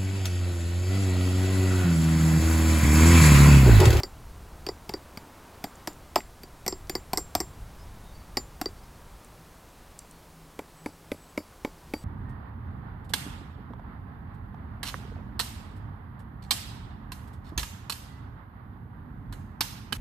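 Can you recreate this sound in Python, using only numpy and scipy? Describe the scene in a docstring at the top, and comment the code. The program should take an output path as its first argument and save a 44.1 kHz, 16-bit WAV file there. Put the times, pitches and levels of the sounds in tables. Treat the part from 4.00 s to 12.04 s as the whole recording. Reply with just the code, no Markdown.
"""Hammering wire on a small anvil

A small hammer works copper wire on a little steel anvil set on a wooden block, in a meadow by a tent.
Each contact sums a noise burst for the metal and fading sine waves for block, anvil and hammer head.
The head also clanks on bare steel between blows; later come even, duller peening taps.
Underneath lie light clicks, a dull echo, small birds (whistled sines), wind, rustle and hiss (filtered
noise) and a far engine (a wandering hum)."""
import sys
import numpy as np
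from scipy import signal
from scipy.fft import rfft, irfft, next_fast_len
from scipy.io import wavfile

SR = 44100
rng = np.random.default_rng(int(sys.argv[2]) if len(sys.argv) > 2 else 0)


def master(y):
    """Save y as 16-bit WAV."""
    cut = np.clip(np.atleast_2d(y).T, -1, 1)
    pcm = np.round(cut * 32767)  # scale
    wavfile.write(sys.argv[1], SR, pcm.astype(np.int16))


N = 354563   # length in samples
TIME = np.arange(N) / SR   # seconds
AGE = np.arange(SR // 2) / SR   # seconds since a contact
CUTOFF_HZ = 16100   # top of the sound
BLOW, REBOUND, PEEN = 0, 1, 2   # kinds of contact, in the order of the table columns

# Names ending in t60 are the seconds a sound takes to fall by 60 dB.


def from_db(db):
    """Turn decibels into a multiplying factor."""
    return 10 ** (np.asarray(db) / 20)


def rms_one(x):
    """Scale to an rms (average strength) of 1."""
    return x / np.sqrt(np.mean(x ** 2) + 1e-20)


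def at_level(x, db):
    """Scale a hit so that its first 20 ms have this rms level."""
    start_rms = np.sqrt(np.mean(x[:SR // 50] ** 2) + 1e-20)
    return x * from_db(db) / start_rms


def in_time(rows):
    """Draw straight lines between (time, value) points, giving a value at every sample."""
    s, values = np.transpose(rows)
    return np.interp(TIME, s, values)


def cut(x, hz, kind, order=2):
    """Keep the lows, the highs or a band with a Butterworth filter."""
    return signal.sosfilt(signal.butter(order, hz, kind, fs=SR, output="sos"), x)


def coloured(x, spectrum):
    """Filter x to follow a (f/Hz, level/dB) curve, with no sound ahead of its cause (minimum phase)."""
    size = 2 * next_fast_len(len(x) // 2 + 1)
    hz, db = np.transpose(spectrum)
    bins_hz = np.fft.rfftfreq(size, 1 / SR)
    gain = from_db(np.interp(np.log(bins_hz + 1), np.log(hz), db))
    # folding the cepstrum onto positive times gives the minimum-phase filter
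    cepstrum = irfft(np.log(gain))
    cepstrum[1:size // 2] *= 2
    cepstrum[size // 2 + 1:] = 0
    return irfft(rfft(x, size) * np.exp(rfft(cepstrum)))[:len(x)]


def drift(rate):
    """Smooth random wander of rms 1, with this many new random points per second."""
    knots = rng.standard_normal(N // 100)
    return rms_one(np.interp(TIME * rate, np.arange(len(knots)), knots))


def dying(t60):
    """Loudness curve that falls by 60 dB in t60 seconds."""
    return np.exp(-np.log(1000) * AGE / t60)


def mode(hz, db, t60):
    """One struck resonance: a sine wave that dies away."""
    return from_db(db) * dying(t60) * np.sin(2 * np.pi * hz * AGE)


def delayed(x, s):
    """The same sound, s seconds later."""
    samples = np.arange(len(x))
    return np.interp(samples - s * SR, samples, x, left=0)


def add(track, s, sound):
    """Mix a sound into the track at time s."""
    start = max(0, round(s * SR))
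    track[start:start + len(sound)] += sound[:N - start]


def wire_blows():
    """The hammer strikes the wire: soft copper cushions the contact."""
    # each blow, compared with an ordinary one: [t/s, force/dB, hardness/dB, anvil freedom/dB]
    blow_rows = [(0.0, -4, 1.5, -7.5), (0.666, -0.5, -4.5, 6), (0.893, -1.5, -1.5, 2.5),
                 (1.1733, -5, -2.5, 5.5), (1.6408, 1.5, 0, -3.5), (1.8737, 2.5, 0, 0.5),
                 (2.158, 13.5, -4, -18), (2.434, -16.5, 8, 16), (2.664, 0, 3, -3.5), (2.8964, 0.5, 4, 7),
                 (3.1326, 3.5, 5, -16), (3.3512, 6, 7, -18.5), (4.3704, 6, -4, 2.5), (4.614, 2.5, 2, -10)]
    # colour of the metal burst: [f/Hz, level/dB]
    blow_colour = [(1300, -9.5), (1900, 1), (2400, -1.5), (3000, -7.5), (3900, -3.5), (4700, -6.5),
                   (5300, -4.5), (6500, -18.5), (8200, 2.5), (10500, -11.5), (13000, 3.5), (15500, -14)]
    return hammering(blow_rows, blow_colour, BLOW, lag_s=0.00094, uneven_db=6.0,
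                     rattle_db=-6, rattle_t60=0.048, t60=0.02, tail_t60=0.19)


def head_rebounds():
    """The head drops back on the bare anvil: steel on steel."""
    # each drop, compared with an ordinary one: [t/s, force/dB, hardness/dB, anvil freedom/dB]
    rebound_rows = [(0.034, 0.5, -3.5, 9.5), (0.6886, 2.5, -14, 5), (0.9384, 0.5, -10, 8.5),
                    (2.178, -6, -5, 4), (2.6793, 2, 9, 2), (2.7253, -3, -25, 10.5), (2.9528, 5, -5.5, 7),
                    (3.1738, 2.5, 9.5, 2), (3.1805, -3.5, 7.5, -7), (3.4028, 1.5, 5.5, 2.5),
                    (3.4092, -4, 3, -3), (4.3722, 4, -4.5, 10.5), (4.6584, -1, -8, 11.5)]
    # colour of the metal burst: [f/Hz, level/dB]
    rebound_colour = [(1300, -33), (2000, 17.5), (2400, -6), (3000, -14.5), (4000, -10), (4700, -15),
                      (5500, -13), (6500, -33), (8000, -15.5), (10800, -37.5), (13000, -19), (15500, -38)]
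    return hammering(rebound_rows, rebound_colour, REBOUND, lag_s=0.00041, uneven_db=0.5,
                     rattle_db=-5, rattle_t60=0.055, t60=0.016, tail_t60=0.15)


def peening_taps():
    """Even, duller taps: a short metal burst with a very short tail."""
    # each tap, compared with an ordinary one: [t/s, force/dB, hardness/dB, anvil freedom/dB]
    peen_rows = [(6.591, -8, 9, -4.5), (6.8604, -2, 1.5, 3.5), (7.1173, 0, 1, 1), (7.3762, 3.5, -0.5, 5),
                 (7.6478, 2.5, -2, 1.5), (7.937, 1, 1.5, 4)]
    # colour of the metal burst: [f/Hz, level/dB]
    peen_colour = [(1300, -14), (1700, -13), (2250, 3), (2700, -13.5), (3900, -15), (4700, -19),
                   (5500, -27), (6500, -26), (8000, -19), (10500, -28), (13000, -19), (15500, -35)]
    return hammering(peen_rows, peen_colour, PEEN, lag_s=0.00088, uneven_db=3.5,
                     rattle_db=-7.5, rattle_t60=0.045, t60=0.017, tail_t60=0.033)


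def hammering(rows, colour, kind, lag_s, uneven_db, rattle_db, rattle_t60, t60, tail_t60):
    """Each contact of one kind sounds the metal surface, the wooden block, the anvil and the head."""
    # how many times faster the anvil dies: [blow, rebound, peening tap]
    anvil_damping = (1.5, 1.25, .42)
    track = np.zeros(N)
    for s, *stroke in rows:
        db = part_levels(kind, *stroke)
        wood = block(kind, db["thud"], db["knock"], lag_s, uneven_db, rattle_db, rattle_t60)
        metal = contact(colour, db["crack"], db["clank"], db["sizzle"], t60, tail_t60)
        steel = anvil(kind, db["anvil ring"], db["clank"], db["sizzle"], anvil_damping[kind])
        hammer = head([db["head low"], db["head middle"], db["head high"]])
        add(track, s, wood + metal + steel + hammer)
    return track


def part_levels(kind, force_db, hardness_db, freedom_db):
    """Force raises every part, hardness the bright ones; a free anvil rings more and knocks the block less."""
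    # level of each part: [ordinary blow/dB, ordinary rebound/dB, ordinary peening tap/dB,
    #                      dB per dB of force, dB per dB of hardness, dB per dB of freedom]
    response = {"thud": (-37.5, -34.5, -33, 0.66, 0, 0), "knock": (-40, -39.5, -37, 0.76, 0, -0.49),
                "crack": (-43.5, -47.5, -40.5, 0.96, 0.34, 0.07),
                "clank": (-46.5, -45, -58, 1.4, 1.02, 0.02), "sizzle": (-44.5, -43, -54.5, 1, 1, 0),
                "anvil ring": (-31.5, -38, -52, 1.5, 0, 0.8), "head low": (-50, -54, -65, 1.95, 0.98, 0.83),
                "head middle": (-59.5, -47, -65, 1.4, 1.08, -0.34),
                "head high": (-58, -54, -60, 2.1, 0.7, 0.3)}
    levels = {}
    for part, (*ordinary_db, by_force, by_hardness, by_freedom) in response.items():
        change_db = by_force * force_db + by_hardness * hardness_db + by_freedom * freedom_db
        levels[part] = ordinary_db[kind] + change_db
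    return levels


def contact(colour, crack_db, clank_db, sizzle_db, t60, tail_t60):
    """A sharp snap sets off dense, quickly damped metal vibration, and a faint tail follows."""
    tail = from_db(-22) * dying(tail_t60)
    shake = rng.standard_normal(len(AGE)) * (dying(t60) + tail)
    shake[0] += 4.7   # the snap
    burst = coloured(shake, colour)
    crack = cut(burst, [1250, 3900], "band", order=4)
    clank = cut(burst, [4400, 6500], "band", order=4)
    sizzle = cut(burst, 5600, "high", order=6)
    return at_level(crack, crack_db) + at_level(clank, clank_db) + at_level(sizzle, sizzle_db)


def block(kind, thud_db, knock_db, lag_s, uneven_db, rattle_db, rattle_t60, detune=0.017):
    """The block takes the momentum just after the contact: a low thud, a hollow knock and a little rattle."""
    # wooden block, typical modes with levels relative to each other:
    # [f/Hz, t60/s, blow level/dB, rebound level/dB, peening tap level/dB]
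    wood_modes = [(86, 0.3, -21, -25, -20.5), (212, 0.025, -1, -39, -0.5), (305.4, 0.049, -2.5, -8, 0),
                  (375, 0.043, -1, 2, -39), (459, 0.01, -2.5, 2.5, 7), (591, 0.031, -1, -10.5, -3.5),
                  (737, 0.029, 3.5, -1, -10.5), (855, 0.052, -2, -10, -11), (954, 0.025, -2.5, -2.5, -10.5),
                  (1173, 0.031, -12.5, -5.5, -19)]
    modes = []
    for k, (hz, t60, *drive_db) in enumerate(wood_modes):
        mode_hz = hz * (1 + detune * rng.standard_normal())
        mode_db = drive_db[kind] + uneven_db * rng.standard_normal()
        modes.append((-1) ** k * mode(mode_hz, mode_db, t60))   # neighbours start in opposite directions
    half = len(modes) // 2
    rattle = rng.standard_normal(len(AGE)) * dying(rattle_t60)
    low_rattle = cut(rattle, [220, 550], "band")
    high_rattle = cut(rattle, [550, 1300], "band")
    thud = at_level(sum(modes[:half]), thud_db) + at_level(low_rattle, thud_db + rattle_db)
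    hollow = cut(sum(modes[half:]), 235, "high")
    knock = at_level(hollow, knock_db) + at_level(high_rattle, knock_db + rattle_db)
    return delayed(cut(thud + knock, 2230, "low"), lag_s)


def anvil(kind, ring_db, clank_db, sizzle_db, damping, uneven_db=5.0):
    """The two lowest pairs of modes sing, higher ones follow the contact's sharpness; damping sets how long all
    of them ring."""
    # steel anvil, typical modes with levels relative to their part:
    # [f/Hz, t60 before damping/s, blow level/dB, rebound level/dB, peening tap level/dB]
    steel_modes = [(4654, .088, -6, -9, 0), (4708, .07, -9, -2, -30), (5110, .045, -10, -6, -28),
                   (5186, .075, -15, -13, -8), (5620, .055, -21, -10, -15), (5917, .065, -9, -11, -6),
                   (7990, .05, -20, -15, -13), (8380, .07, -13, -12, -15), (9850, .055, -16, -18, -4),
                   (11260, .07, -16, -19, -20), (11600, .1, -19, -24, -20), (12490, .055, -20, -17, 0)]
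    ringing = np.zeros(len(AGE))
    for hz, t60, *drive_db in steel_modes:
        if hz < 5400:
            part_db = ring_db
        elif hz < 6500:
            part_db = clank_db
        else:
            part_db = sizzle_db
        mode_hz = hz + 5 * rng.normal()
        mode_db = part_db + drive_db[kind] + uneven_db * rng.normal()
        ringing += mode(mode_hz, mode_db, t60 / damping)
    return ringing


def head(levels_db, grip_hz=(2, 14, 3)):
    """The hammer head rings on in three thin modes, whose pitch shifts slightly with grip and contact."""
    # hammer head, low, middle and high mode: [typical f/Hz]
    hammer_hz = [7172, 7530, 14098]
    # dying time of the same three modes: [t60/s]
    hammer_t60 = [.2, .25, .13]
    ringing = np.zeros(len(AGE))
    for hz, shift_hz, db, t60 in zip(hammer_hz, grip_hz, levels_db, hammer_t60):
        ringing += mode(hz + shift_hz * rng.normal(), db, t60)
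    return ringing


def tool_clicks(level_db=-17, t60=0.011, spread=1.07, head_db=-31, anvil_db=-21):
    """Wire and tools touch lightly: short noise bursts that barely wake the steel."""
    # light clicks: [t/s, strength before the shifts above/dB, middle f/Hz]
    click_rows = [(1.7553, -42, 7000), (1.932, -44, 7180), (2.205, -30.5, 2020), (2.871, -45, 4690),
                  (5.247, -41, 8460), (5.9907, -29, 7460), (6.111, -39.5, 8140)]
    track = np.zeros(N)
    for s, db, hz in click_rows:
        noise = rng.standard_normal(len(AGE)) * dying(t60)
        burst = cut(noise, [hz / spread, min(hz * spread, CUTOFF_HZ)], "band", order=1)
        hammer = from_db(head_db) * head([db - 12, db, db - 20])
        steel = from_db(anvil_db) * anvil(BLOW, db - 12, db, db - 4, damping=0.48)
        add(track, s, at_level(burst, db + level_db) + hammer + steel)
    return track


def tent_echo(work, echo_s=0.0265, echo_db=-17, echo_hz=800):
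    """The tent sends back one late, weak copy of the work with its treble dulled."""
    return from_db(echo_db) * cut(delayed(work, echo_s), echo_hz, "low", order=1)


def birds(waver=0.011, flutter_db=4.0):
    """Thin, faint whistles: sine waves that glide, waver in pitch and flutter in loudness."""
    # far birds, before waver and flutter: [t/s, length/s, start f/Hz, end f/Hz, level/dB]
    bird_calls = [(3.756, 0.12, 4850, 5350, -64), (3.982, 0.21, 3690, 3760, -60),
                  (4.09, 0.196, 4480, 4600, -62), (4.754, 0.061, 4570, 4700, -63),
                  (4.8, 0.076, 5060, 5140, -67), (4.92, .08, 4330, 4280, -70),
                  (6.086, 0.16, 4300, 4330, -67), (6.62, 0.43, 8020, 7840, -65),
                  (6.98, 0.47, 7960, 7800, -69), (7.917, .2, 7950, 8000, -61)]
    track = np.zeros(N)
    for s, length, start_hz, end_hz, db in bird_calls:
        count = int(length * SR)
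        hz = np.linspace(start_hz, end_hz, count) * (1 + waver * drift(256)[:count])
        flutter = from_db(db + flutter_db * drift(75)[:count])
        loudness = flutter * np.hanning(count)   # swells and fades
        add(track, s, loudness * np.sin(2 * np.pi * np.cumsum(hz) / SR))
    return track


def wind(shift_db=1.0, lumps_db=-1.1):
    """Wind buffets the microphone: deep noise that swells with the gusts."""
    # colour of the wind: [f/Hz, level/dB]
    wind_colour = [(15, -7.5), (35, -0.5), (70, -4), (110, -9), (180, -17), (350, -33.5), (800, -58)]
    # gusts, before shift and lumps: [t/s, level/dB]
    gust_curve = [(0.0, -49), (0.2, -45), (0.87, -49.5), (1.03, -54), (1.32, -62), (2.01, -51), (2.66, -51),
                  (2.89, -47), (3.29, -47.5), (3.47, -42), (4.28, -47), (4.48, -48.5), (5.1, -52),
                  (5.49, -57), (7.43, -61.5), (8.04, -47.5)]
    noise = rms_one(coloured(rng.standard_normal(N), wind_colour))
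    return noise * from_db(in_time(gust_curve) + shift_db + lumps_db * drift(14))


def trees(shift_db=3.5, flutter_db=0.08):
    """Rustling trees: noise with a slowly changing level and a very slight flutter."""
    # colour of the trees: [f/Hz, level/dB]
    tree_colour = [(90, 1), (170, 0), (300, -1), (550, -4), (1000, -3.5), (1400, -8), (2000, -14),
                   (3500, -20.5), (8000, -28)]
    # rustle, before shift and flutter: [t/s, level/dB]
    rustle_curve = [(0.0, -53.5), (0.18, -56), (1.77, -53), (2.24, -57), (3.36, -55), (6.96, -58),
                    (8.04, -57)]
    noise = rms_one(coloured(rng.standard_normal(N), tree_colour))
    return noise * from_db(in_time(rustle_curve) + shift_db + flutter_db * drift(16))


def even_hiss(level_db=-61):
    """A steady hiss of filtered noise."""
    # colour of the hiss: [f/Hz, level/dB]
    hiss_colour = [(300, -34), (2000, -3.5), (4300, -3), (6000, -4), (8000, -4.5), (12000, -6),
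                   (15500, -10.5)]
    return rms_one(coloured(rng.standard_normal(N), hiss_colour)) * from_db(level_db)


def far_engine(hum_hz=161.5):
    """A far engine hums around one pitch, wandering in strength and phase as it fades in and out."""
    # loudness of the hum: [t/s, level/dB]
    engine_curve = [(0, -82), (5.2, -64.5), (5.5, -61), (6.2, -59), (7.0, -55.5), (7.4, -67.5), (8.04, -61)]
    phase = 2 * np.pi * hum_hz * TIME
    hum = drift(9.1) * np.sin(phase) + drift(17) * np.cos(phase)
    return hum * from_db(in_time(engine_curve))


def scene():
    """The work, its echo and the meadow; both channels are alike."""
    work = wire_blows() + head_rebounds() + peening_taps() + tool_clicks()
    meadow = birds() + wind() + trees() + even_hiss() + far_engine()
    return np.tile(work + tent_echo(work) + meadow, (2, 1))


def record(dry):
    """A steep low-pass filter removes the very top."""
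    steep = signal.ellip(10, 0.1, 80, CUTOFF_HZ, fs=SR, output="sos")   # 0.1 dB ripple, 80 dB cut
    return signal.sosfilt(steep, dry)


dry = scene()
out = record(dry)
master(out)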